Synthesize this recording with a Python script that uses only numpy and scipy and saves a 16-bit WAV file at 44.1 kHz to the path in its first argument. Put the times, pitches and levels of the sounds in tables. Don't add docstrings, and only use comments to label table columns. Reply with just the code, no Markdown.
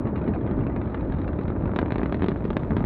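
import sys
import numpy as np
from scipy import signal
from scipy.io import wavfile
from scipy.ndimage import uniform_filter1d

SR = 44100
rng = np.random.default_rng(int(sys.argv[2]) if len(sys.argv) > 2 else 0)


def volts(x):
    e = np.asarray(x, float) / 20
    return 10 ** e


def generate_wav(signal):
    frames = np.transpose(np.atleast_2d(signal))
    scaled = np.clip(frames, -1, 1) * 32767
    pcm = np.round(scaled).astype(np.int16)
    wavfile.write(sys.argv[1], SR, pcm)


N = 125685
LEAD_IN = 4096

# arrival in seconds, edge strength in dB, rise time in ms.
FRONTS_HAZY = [(0.0549, -35, 0.83), (0.0709, -30, 0.39), (0.0908, -40, 0.35), (0.1585, -31.5, 0.28),
               (0.1772, -37.5, 0.29), (0.1908, -38.5, 0.31), (0.2154, -33, 0.34), (0.2404, -35, 0.3),
               (0.2644, -36, 0.35), (0.2777, -31, 0.25), (0.29, -39, 0.19), (0.3103, -38.5, 0.79),
               (0.3373, -34.5, 0.27), (0.3473, -33.5, 0.29), (0.3612, -32.5, 0.79), (0.4107, -33.5, 0.225),
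               (0.433, -47, 0.4), (0.4471, -43, 0.76), (0.4649, -35, 0.27), (0.4756, -33.5, 0.44),
               (0.4935, -34.5, 0.97), (0.5119, -30.5, 0.35), (0.535, -37.5, 0.53), (0.5794, -42, 0.85),
               (0.5907, -32.5, 0.3), (0.6082, -35, 0.4), (0.622, -38.5, 0.74), (0.6368, -36, 0.48),
               (0.6677, -29, 0.45), (0.699, -32, 0.49)]
FRONTS_CLEARING = [(0.72, -44, 0.28), (0.73, -60.5, 0.4), (0.7629, -30.5, 0.24), (0.803, -43.5, 0.113),
                   (0.8161, -34, 0.34), (0.874, -37.5, 0.3), (0.8583, -37, 0.37), (0.9205, -41.5, 0.21),
                   (0.9453, -27, 0.24), (0.9764, -39, 0.24), (0.993, -38.5, 0.47), (1.0091, -33.5, 0.28),
                   (1.029, -41.5, 0.94), (1.0997, -31, 0.5), (1.1222, -29.5, 0.21), (1.1397, -32, 0.25),
                   (1.186, -37.5, 0.088), (1.206, -58, 0.3), (1.2168, -34.5, 0.082), (1.2453, -37.5, 0.35),
                   (1.279, -32, 0.11), (1.2902, -30.5, 0.89), (1.3043, -44, 0.32), (1.3214, -59.5, 0.45),
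                   (1.3321, -29.5, 0.34), (1.3533, -58, 0.89), (1.3888, -26.5, 0.31), (1.4119, -29.5, 0.24),
                   (1.4551, -35, 0.46), (1.481, -29, 0.24)]
FRONTS_BURST = [(1.5028, -26.5, 0.35), (1.514, -56.5, 1), (1.5218, -36.5, 0.73), (1.553, -38, 0.8),
                (1.5632, -36, 0.7), (1.6101, -33.5, 0.49), (1.6235, -34.5, 0.72), (1.6397, -34.5, 0.69),
                (1.6572, -30.5, 0.3), (1.678, -30, 0.46), (1.694, -35.5, 0.82), (1.717, -29.5, 0.42),
                (1.7364, -34, 0.64), (1.7621, -22, 0.12), (1.789, -18.5, 0.1), (1.815, -30.5, 0.2),
                (1.8287, -28.5, 0.61), (1.8645, -31.5, 0.45), (1.8827, -38, 0.29), (1.9064, -23, 0.28),
                (1.9217, -24, 0.17), (1.949, -68, 0.327), (1.9584, -26, 0.26), (1.9828, -21, 0.16),
                (1.9953, -30.5, 1), (2.0166, -32, 0.49), (2.0324, -24.5, 0.19), (2.0592, -28, 0.27),
                (2.0745, -41, 0.45), (2.0958, -35.5, 0.4)]
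FRONTS_CLEAR = [(2.125, -25, 0.15), (2.145, -25, 0.16), (2.1958, -32, 0.3), (2.2219, -25.5, 0.21),
                (2.2329, -29.5, 0.2), (2.2431, -26.5, 0.2), (2.263, -30, 0.21), (2.285, -19.5, 0.071),
                (2.3036, -37, 0.81), (2.3178, -26.5, 0.36), (2.3607, -28.5, 0.49), (2.4066, -31.5, 0.42),
                (2.4237, -36, 0.45), (2.4529, -27.5, 0.15), (2.5045, -22.5, 0.19), (2.5315, -35.5, 0.17),
                (2.5685, -22, 0.14), (2.6011, -38, 0.23), (2.612, -40.5, 0.36), (2.6342, -32.5, 0.47),
                (2.648, -36, 0.41), (2.686, -49, 0.35), (2.7079, -23, 0.4), (2.7202, -33.5, 0.68),
                (2.7319, -30.5, 0.35), (2.7675, -21, 0.18), (2.7824, -31.5, 0.34), (2.797, -43, 0.32),
                (2.8064, -28, 0.36), (2.8267, -32, 0.63)]
FRONTS_BETWEEN = [(1.8602, -29, 0.4), (2.2078, -37, 0.39), (2.4428, -39, 0.17), (2.8412, -29, 0.35)]

# delay in ms, signed gain.
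REFLECTIONS = [
    (.55, 0.2),
    (3.3, 0.25),
    (5.0, 0.098),
    (8.8, 0.1),
    (26, 0.17),
]

# time in seconds, depth in dB, half width in ms.
POCKETS_HAZY = [(0.0557, -19, 0.85), (0.0703, -18, 1.2), (0.1305, -17, 0.77), (0.2151, -15.5, 0.78),
                (0.2781, -16, 0.76), (0.2906, -16, 0.78), (0.3363, -17.5, 2), (0.3618, -20, 1),
                (0.3798, -25, 1), (0.4422, -30, 2.1), (0.4656, -18, 0.81), (0.4934, -17.5, 0.75),
                (0.5046, -18, 0.9), (0.5124, -18, 1.03), (0.5279, -22, 1), (0.577, -15, 2.1),
                (0.58, -14, 0.9), (0.595, -22, 0.64), (0.6079, -25, 2), (0.6162, -23, 1),
                (0.6682, -18, 0.64), (0.6716, -18.5, 1), (0.7658, -18, 0.69), (0.7775, -19.5, 1.35),
                (0.8527, -22.5, 2.3), (1.0346, -18.5, 1.4), (1.0994, -18, 1.9), (1.1461, -17.5, 1.66),
                (1.2495, -25, 2.4), (1.3192, -23, 1.4), (1.3912, -15, 0.94), (1.413, -26, 1.5),
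                (1.4424, -25, 2.9), (1.4831, -21, 1), (1.6381, -16.5, 1.6), (1.6595, -21, 1.2),
                (1.7227, -18.6, 1.5), (1.7643, -15.3, 0.75)]
POCKETS_CLEAR = [(1.7908, -15.5, 0.66), (1.8173, -18, 0.6), (1.8292, -14, 1), (1.8888, -22, 1.2),
                 (1.9236, -16, 0.76), (1.9602, -17.5, 0.79), (1.9843, -18.5, 0.62), (1.9975, -17.5, 0.73),
                 (2.0144, -19.5, 0.85), (2.034, -16.5, 0.74), (2.0614, -19, 1), (2.1082, -21.5, 1.9),
                 (2.1271, -16.5, 0.83), (2.137, -21.0, 0.84), (2.1471, -14.2, 0.75), (2.1822, -20, 0.86),
                 (2.2235, -12.6, 0.87), (2.2344, -14, 0.83), (2.2449, -13, 0.93), (2.2613, -17.5, 0.74),
                 (2.2866, -12.5, 0.77), (2.2918, -14, 0.97), (2.3194, -16.7, 1.1), (2.4457, -21.5, 1.3),
                 (2.4545, -14.5, 0.67), (2.488, -18.3, 1.3), (2.5083, -16, 0.75), (2.534, -22, 1.1),
                 (2.569, -15.5, 1.4), (2.635, -18, 1.65), (2.6657, -19, 0.82), (2.7079, -13.5, 1.2),
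                 (2.7212, -15.5, 1.3), (2.7353, -16.3, 1.05), (2.7686, -13, 1.1), (2.784, -19.5, 1.4),
                 (2.813, -18, 1.4), (2.8422, -16, 1.45)]
POCKET_FINAL = [
    (2.8519, -9.5, 1.25),
]

# frequency in Hz, gain in dB.
AIR_COLOUR = [(15, -38.5), (70, 2.5), (300, -0.5), (1200, -4), (2700, -11), (4500, -17), (7000, -15.5),
              (20000, -42.5)]

# time in seconds, rumble level in dB.
THRUST_LEVEL = [(0.0, -27), (0.06, -26), (0.1, -27.5), (0.32, -24), (0.33, -25), (0.38, -28.5), (0.46, -24),
                (0.49, -28.5), (0.59, -24.5), (0.63, -27), (1.26, -27), (1.29, -27.5), (1.32, -27.5),
                (2.01, -28.5), (2.06, -27.5), (2.29, -29), (2.33, -29.5), (2.85, -26.5)]

# frequency in Hz, gain in dB.
RUMBLE_COLOUR = [(12, -36), (24, -13.5), (68, 3.5), (300, -5.5), (520, -14), (1300, -28.5), (2500, -48.5),
                 (5000, -83.5)]

# frequency in Hz, gain in dB.
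MICROPHONE_COLOUR = [(8, -37.5), (35, -1), (3100, 0), (3850, 3), (4400, -3), (4900, -9), (6500, -17),
                     (20000, -27)]

SHOCK_DB, SHOCK_MS, LEAD_S, ONSET_MS = 19, 0.39, 0.00027, 1.5
EDGE_KHZ = 1.464
ECHO_BLUR_MS, ECHO_WANDER, ECHO_SWAY = 0.021, 0.0684, 0.37
HAZE_DB, HAZE_MS, CLEAR_AT_S, CLEARING_S = -4, 0.15, 1.76, 0.6
SPLINTER_DB, SPLINTER_T60_S, SPLINTER_HZ = -2.5, 0.024, 1300
HAIL_PER_S, HAIL_DB, HAIL_GROWTH_DB_PER_S = 620, -46, 2.1
HAIL_SPREAD_DB, CLUMP_DB, HAIL_MS, HAIL_RISE_MS = 3.5, 2.5, 1, 0.062
POCKET_ECHO_MS, POCKET_ECHO_GAIN, POCKET_SPREAD = 5.0, 0.33, 1.2
POCKET_SKEW = 0.35
SCATTER_DB, SCATTER_T60_S, SCATTER_HZ, CLEARING_DB_PER_S = -11.5, 0.093, 5700, 6
RUMBLE_DB, PATCHY_DB, DEEP_HZ, DEEPEN_DB_PER_S = 1.22, 1, 42, 4.5
GROUND_GAIN = 0.15
SIDE_DB, HISS_DB, HISS_GROWTH_DB_PER_S = -36, -92, 7


def evened(x):
    return x / np.sqrt(np.mean(x ** 2) + 1e-20)


def read(points, hz):
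    point_hz, db = np.transpose(points)
    return np.interp(np.log(hz + 1), np.log(point_hz + 1), db)


def add(mix, s, sound):
    part = mix[round(s * SR):][:len(sound)]
    part += sound[:len(part)]


def causal(points, size=8192):
    log_gain = np.log(volts(read(points, np.fft.rfftfreq(size, 1 / SR))))
    full = np.concatenate([log_gain, log_gain[-2:0:-1]])
    return np.fft.ifft(np.exp(np.conj(signal.hilbert(full)))).real[:size // 2]


def front(length_ms, rise_ms, wander):
    ms = np.arange(2000) * 1000 / SR - ONSET_MS
    out = 0
    for (delay_ms, gain), w in zip([(0.042, 0.98)] + REFLECTIONS, wander):
        late_ms = ms - delay_ms * (1 + ECHO_WANDER * w)
        edge_ms = rise_ms + ECHO_BLUR_MS * (delay_ms > 1)
        sway = 1 + ECHO_SWAY * np.sin(40 * w) * (delay_ms > 0)
        u = np.logaddexp(0, 9.04 * late_ms / edge_ms) * edge_ms / 8.8 / length_ms
        jump = (1 + np.tanh(3.73 * late_ms / edge_ms)) / 2
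        out = out + gain * sway * (1 - u) * np.exp(-u) * jump
    loss = np.pi ** 2 * EDGE_KHZ * rise_ms / 4.0
    return out * np.sinh(loss) / loss


def shocks():
    rows = np.vstack([FRONTS_HAZY, FRONTS_CLEARING, FRONTS_BURST, FRONTS_CLEAR, FRONTS_BETWEEN])
    out = np.zeros(N)
    t = np.arange(800) / SR
    taps = rng.standard_normal((len(rows), 800)) ** 3 * volts(-60 * t / SPLINTER_T60_S)
    taps = taps / np.linalg.norm(taps, axis=1, keepdims=True)
    taps = signal.lfilter(*signal.butter(1, SPLINTER_HZ, "high", fs=SR), taps)
    wanders = rng.standard_normal((len(rows), len(REFLECTIONS) + 1))
    for (s, db, rise_ms), wander, tap in zip(rows, wanders, taps):
        haze = np.clip((CLEAR_AT_S - s) / CLEARING_S, 0, 1)
        hazy_rise_ms = np.clip(np.hypot(rise_ms, HAZE_MS * haze), 0.03, 0.7)
        jump = front(SHOCK_MS, hazy_rise_ms, wander)
        splinters = signal.oaconvolve(jump, tap)[:len(jump)]
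        jump = volts(HAZE_DB * haze) * jump + volts(SPLINTER_DB + 2.5 * haze) * splinters
        add(out, s - LEAD_S - ONSET_MS / 1000, volts(db + SHOCK_DB) * jump)
    return out


def pockets():
    ms = np.arange(-300, 700) * 1000 / SR
    out = np.zeros(N)
    for s, db, width_ms in np.vstack([POCKETS_HAZY, POCKETS_CLEAR, POCKET_FINAL]):
        echo_u = (ms - POCKET_ECHO_MS) / (width_ms * POCKET_SPREAD)
        u = np.array([ms / width_ms, echo_u])
        shape = (u ** 2 - 1 - POCKET_SKEW * u) * np.exp(-u ** 2 / 2)
        add(out, s - 300 / SR, volts(db) * np.dot([1, POCKET_ECHO_GAIN], shape))
    return out


def hail():
    clump = uniform_filter1d(rng.standard_normal(N), 900)
    clump = evened(uniform_filter1d(clump, 900))
    spread = np.minimum(rng.exponential(1, N), 3.5)
    growth_db = HAIL_GROWTH_DB_PER_S * np.arange(N) / SR
    size = volts(HAIL_SPREAD_DB * spread + CLUMP_DB * clump + growth_db)
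    size = size * (rng.random(N) < HAIL_PER_S / SR)
    kind = rng.integers(0, 12, N)
    out = np.zeros(N)
    for k, draw in enumerate(rng.standard_normal((12, len(REFLECTIONS) + 2))):
        small = front(HAIL_MS * np.exp(0.13 * draw[0]), HAIL_RISE_MS, draw[1:])
        out += signal.oaconvolve(size * (kind == k), small)[:N]
    return volts(HAIL_DB) * out


def scatter(x):
    t, at_s = np.arange(3000) / SR, np.arange(N) / SR
    band = signal.butter(1, [300, SCATTER_HZ], "band", fs=SR)
    out = 0
    for k, taps in enumerate(rng.standard_normal((3, 3000))):
        tail = signal.lfilter(*band, taps) * volts(-60 * t / SCATTER_T60_S) * (t > 0.001)
        share = np.cos(2 * np.pi * (9 * at_s + k / 3)) * np.sqrt(2 / 3)
        out = out + signal.oaconvolve(x * share, tail / np.linalg.norm(tail))[:N]
    return volts(SCATTER_DB - CLEARING_DB_PER_S * (at_s - 0.93)) * out


def rumble():
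    frames = (N + LEAD_IN) // 512 + 5
    hz = np.fft.rfftfreq(2048, 1 / SR)
    a, b, patches = rng.standard_normal((frames, 1025, 3)).T
    patches = evened(uniform_filter1d(uniform_filter1d(patches, 8, 0), 5, 1))
    deep = 1 / (1 + (hz / DEEP_HZ) ** 4)
    deepen_db = DEEPEN_DB_PER_S * np.outer(deep, np.arange(frames) * 512 / SR - 2)
    z = (a + 1j * b) * volts(read(RUMBLE_COLOUR, hz)[:, None] + PATCHY_DB * patches + deepen_db)
    roar = evened(signal.istft(z, nperseg=2048, noverlap=1536)[1][:N + LEAD_IN])
    s, db = np.transpose(THRUST_LEVEL)
    return roar * volts(RUMBLE_DB + np.interp(np.arange(-LEAD_IN, N) / SR, s, db))


def grounded(x):
    late = round(REFLECTIONS[1][0] * SR / 1000)
    return x + GROUND_GAIN * np.roll(x, late)


def scene():
    fronts = shocks() + hail()
    crackle = signal.oaconvolve(fronts + scatter(fronts), causal(AIR_COLOUR))[:N]
    mono = np.pad(crackle + pockets(), (LEAD_IN, 0)) + grounded(rumble())
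    mono = signal.oaconvolve(mono, causal(MICROPHONE_COLOUR))[LEAD_IN:LEAD_IN + N]
    return np.array([mono, mono])


def roll_off(x):
    return signal.sosfilt(signal.butter(12, 12700, fs=SR, output="sos"), x)


def record(dry):
    side = volts(SIDE_DB) * (0.44 * dry[0] + 4 * np.gradient(dry[0]))
    hiss = uniform_filter1d(rng.standard_normal((3, N)), size=2, axis=1)
    hiss = uniform_filter1d(hiss, size=3, axis=1)
    hiss_db = HISS_DB + HISS_GROWTH_DB_PER_S * np.arange(N) / SR
    hiss = volts(hiss_db) * (hiss[0] + 0.15 * hiss[1:])
    return roll_off(dry + np.array([side, -side]) + hiss)


dry = scene()
out = record(dry)
generate_wav(out)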